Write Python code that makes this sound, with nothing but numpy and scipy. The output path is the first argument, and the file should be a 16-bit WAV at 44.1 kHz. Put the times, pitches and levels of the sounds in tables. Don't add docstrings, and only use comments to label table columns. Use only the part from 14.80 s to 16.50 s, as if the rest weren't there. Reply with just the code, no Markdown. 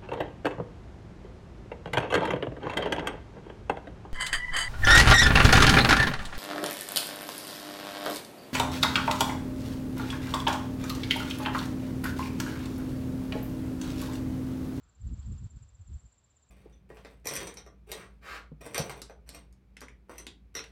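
import sys
import numpy as np
from scipy import signal
from scipy.fft import rfft, irfft
from scipy.io import wavfile
from scipy.ndimage import uniform_filter1d

SR = 44100
rng = np.random.default_rng(int(sys.argv[2]) if len(sys.argv) > 2 else 0)


def int16_out(signal):
    q = np.round(np.clip(np.atleast_2d(signal).T, -1, 1) * 32767)
    wavfile.write(sys.argv[1], SR, q.astype(np.int16))


N = 74970

# (frequency [Hz], relative density [dB])
HISS_SPECTRUM = [(200,0),(300,-3),(480,-3),(700,-5),(1100,-5.5),(1600,-9),(2200,-12),(4200,-12),(5600,-17.5),(7000,-15.5),(7800,-35.5),(8400,-36),(11000,-37),(15000,-34)]
# (centre time [s], relative level [dB])
WING_STROKES = [(.0377,-69),(.0974,-68),(.1566,-68),(.2186,-64),(.2774,-62),(.34,-62),(.402,-58),(.4646,-60.5),(.5239,-59.5),(.5864,-60.5),(.6455,-61.5),(.7088,-61.5),(.7686,-63.5),(.8315,-60.5),(.8914,-66.5),(.9546,-65.5),(1.0153,-64.5),(1.079,-63.5),(1.1406,-60),(1.2013,-62.5),(1.2629,-62.5),(1.3261,-65),(1.3864,-65.5),(1.4477,-66.5),(1.5102,-65.5),(1.5697,-64.5),(1.6333,-64.5),(1.6947,-66.5)]
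# (frequency [Hz], relative level [dB])
THIN_HIGH_TONES = [(11260, -34.5), (15150, -48.5)]
# (time [s], relative level [dB])
RUMBLE_ENVELOPE = [(0.0, -65), (0.06, -59.5), (0.136, -71.5), (0.268, -30), (0.292, -47), (0.316, -33),
                   (0.34, -33), (0.364, -51.5), (0.392, -34.5), (0.426, -47.5), (0.472, -35.5),
                   (0.538, -35), (0.586, -46), (0.652, -37.5), (0.666, -34), (0.686, -69), (0.71, -53.5),
                   (0.752, -47.5), (0.77, -37.5), (0.794, -73), (0.814, -47), (0.908, -62), (0.95, -51),
                   (0.974, -69), (1.002, -47.5), (1.022, -43.5), (1.05, -69.5), (1.07, -48.5), (1.16, -36),
                   (1.212, -70.5), (1.258, -48), (1.302, -70.5), (1.676, -70), (1.7, -90)]
# (frequency [Hz], relative density [dB])
RUMBLE_SPECTRUM = [(32,-11),(48,0.5),(65,4),(90,-2.5),(125,-9.5),(160,-21),(200,-29),(280,-42.5)]
# (time [s], relative level [dB])
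FLUTTER_ENVELOPE = [(0,-86),(.17,-75),(.25,-56),(.325,-41.5),(.36,-53.5),(.43,-64.5),(.475,-48),(.52,-41.5),(.59,-63),(.64,-46.5),(.69,-72),(.75,-59),(.86,-77),(1.05,-92),(1.105,-53.5),(1.155,-63.5),(1.21,-79),(1.233,-66.5),(1.247,-56),(1.275,-81),(1.7,-83)]
# (frequency [Hz], relative density [dB])
FLUTTER_SPECTRUM = [(115,0.5),(165,2),(210,0),(270,-9.5),(330,-16.5),(420,-25),(600,-43.5),(1000,-57.5)]
# (time [s], level [dB])
RUSTLE_ENVELOPE = [(0,-86),(.17,-84),(.27,-72),(.38,-70.5),(.53,-70.5),(.66,-70.5),(.71,-80.5),(.78,-72.5),(.93,-81),(1.05,-79.5),(1.175,-73),(1.23,-83),(1.4,-91.5),(1.7,-91)]
# (frequency [Hz], relative density [dB])
RUSTLE_SPECTRUM = [(200,0.5),(500,1.5),(800,-1.5),(1150,3),(1550,-0.5),(2000,-5.5),(3200,-5.5),(4500,-5.5),(5500,-11.5),(7000,-8.5),(7900,-12.5),(8500,-40.5),(12000,-39.5)]
# (time [s], centre [Hz], width [Hz], half-length [s], level [dB])
LEAF_TICKS = [(0.377, 6440, 1063, 0.0029, -72), (.429, 3270, 600, 0.0016, -67),
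              (0.432, 4200, 600, .003, -68)]


def undb(db):
    return 10 ** (np.asarray(db) / 20)


def curve(rows):
    return np.interp(np.arange(N) / SR, *np.array(rows).T)


def shaped(gain):
    hz = np.maximum(np.fft.rfftfreq(N, 1 / SR), 1)
    noise = irfft(rfft(rng.standard_normal(N)) * gain(hz), N)
    return noise / np.std(noise)


def coloured(spectrum):
    hz, db = np.array(spectrum).T

    def gain(f):
        skirts = (np.minimum(f / hz[0], 1) * np.minimum(hz[-1] / f, 1)) ** 2
        return undb(np.interp(np.log(f), np.log(hz), db)) * skirts
    return shaped(gain)


def band(hz, width_hz):
    return shaped(lambda f: 1 / (1 + ((f - hz) / width_hz) ** 2) ** 2)


def waver(rate_hz):
    return shaped(lambda f: np.exp(-(f / rate_hz) ** 2))


def swell(at_s, half_length_s):
    return np.exp(-((np.arange(N) / SR - at_s) / half_length_s) ** 2)


def even(noise):
    power = uniform_filter1d(np.abs(signal.hilbert(noise)) ** 2, size=900) / 2
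    return noise / np.sqrt(power)


def air_hiss(level_db=-76):
    return undb(level_db) * coloured(HISS_SPECTRUM)


def far_ring(level_db=-78):
    return undb(level_db) * swell(at_s=.05, half_length_s=.1) * band(hz=1370, width_hz=360)


def trill(strokes, hz, width_s, fall_hz, bend_hz, jitter_hz, rough_db):
    t, out = np.arange(N) / SR, np.zeros(N)
    unsteady_hz = jitter_hz * waver(210)
    for at_s, db in strokes:
        span = np.abs(t - at_s) < np.pi * width_s
        offset = (t[span] - at_s) / width_s
        pitch_hz = hz - fall_hz * offset - bend_hz * offset ** 2 + unsteady_hz[span]
        skewed = offset * (1 + .08 * np.sign(offset))
        envelope = np.exp(-.45 * skewed ** 2 - skewed ** 4 / 60)
        cycles = np.cumsum(pitch_hz) / SR + rng.random()
        out[span] += undb(db) * envelope * np.sin(2 * np.pi * cycles)
    return out * undb(rough_db * waver(450))


def near_cricket(tone_gain_db=2.5):
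    arch = dict(width_s=.0047, fall_hz=38, bend_hz=58.8)
    tone = undb(tone_gain_db) * trill(WING_STROKES, hz=7349, **arch, jitter_hz=15, rough_db=2.15)
    for hz, db in THIN_HIGH_TONES:
        tone += undb(db) * trill(WING_STROKES, hz, **arch, jitter_hz=60.3, rough_db=3)
    return tone


def second_cricket(first_s=.043, period_s=.0565, spread_s=.0014, gain_db=-12, spread_db=1.6):
    strokes = [(at_s + spread_s * rng.standard_normal(), gain_db + spread_db * rng.standard_normal())
               for at_s in np.arange(first_s, N / SR, period_s)]
    return trill(strokes, hz=7566, width_s=.008, fall_hz=456, bend_hz=127, jitter_hz=60.7, rough_db=3)


def leaf_scatter(direct, t60_s=.19, gain_db=-11):
    lag_s = np.arange(SR // 4) / SR
    tail = rng.standard_normal(len(lag_s)) * undb(-60 * lag_s / t60_s)
    return undb(gain_db) * signal.fftconvolve(direct, tail / np.linalg.norm(tail))[:N]


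def crickets(chorus_gain_db=-17):
    loudness = undb(curve(WING_STROKES))
    direct = near_cricket() + loudness * second_cricket()
    scattered = leaf_scatter(direct)
    chorus = undb(chorus_gain_db) * loudness * band(hz=7470, width_hz=400)
    return direct + scattered + chorus


def wind_buffet(rumble_gain_db=.5, flutter_gain_db=-.5):
    rumble = undb(curve(RUMBLE_ENVELOPE) + rumble_gain_db) * even(coloured(RUMBLE_SPECTRUM))
    flutter = undb(curve(FLUTTER_ENVELOPE) + flutter_gain_db) * even(coloured(FLUTTER_SPECTRUM))
    return rumble + flutter


def leaves(snaps_per_s=670, crackle_band_hz=(2500, 6800), top_hz=7200, crackle_db=-11, flicker_db=1.1):
    snaps = (rng.random(N) < snaps_per_s / SR) * rng.standard_normal(N)
    crackle = signal.sosfilt(signal.butter(5, crackle_band_hz, "bandpass", fs=SR, output="sos"), snaps)
    crackle = signal.sosfilt(signal.butter(10, top_hz, fs=SR, output="sos"), crackle)
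    rustle = coloured(RUSTLE_SPECTRUM) + undb(crackle_db) * crackle / np.std(crackle)
    envelope = undb(curve(RUSTLE_ENVELOPE) + flicker_db * waver(60))
    ticks = sum(undb(db) * swell(at_s, half_length_s) * band(hz, width_hz)
                for at_s, hz, width_hz, half_length_s, db in LEAF_TICKS)
    return envelope * rustle + ticks


def scene():
    return (crickets() + wind_buffet() + leaves() + air_hiss() + far_ring())[None]


def record(dry, low_cut_hz=35.5, high_cut_hz=15500):
    thinned = signal.sosfiltfilt(signal.butter(3, low_cut_hz, "highpass", fs=SR, output="sos"), dry)
    return signal.sosfilt(signal.ellip(8, .2, 70, high_cut_hz, fs=SR, output="sos"), thinned)


dry = scene()
out = record(dry)
int16_out(out)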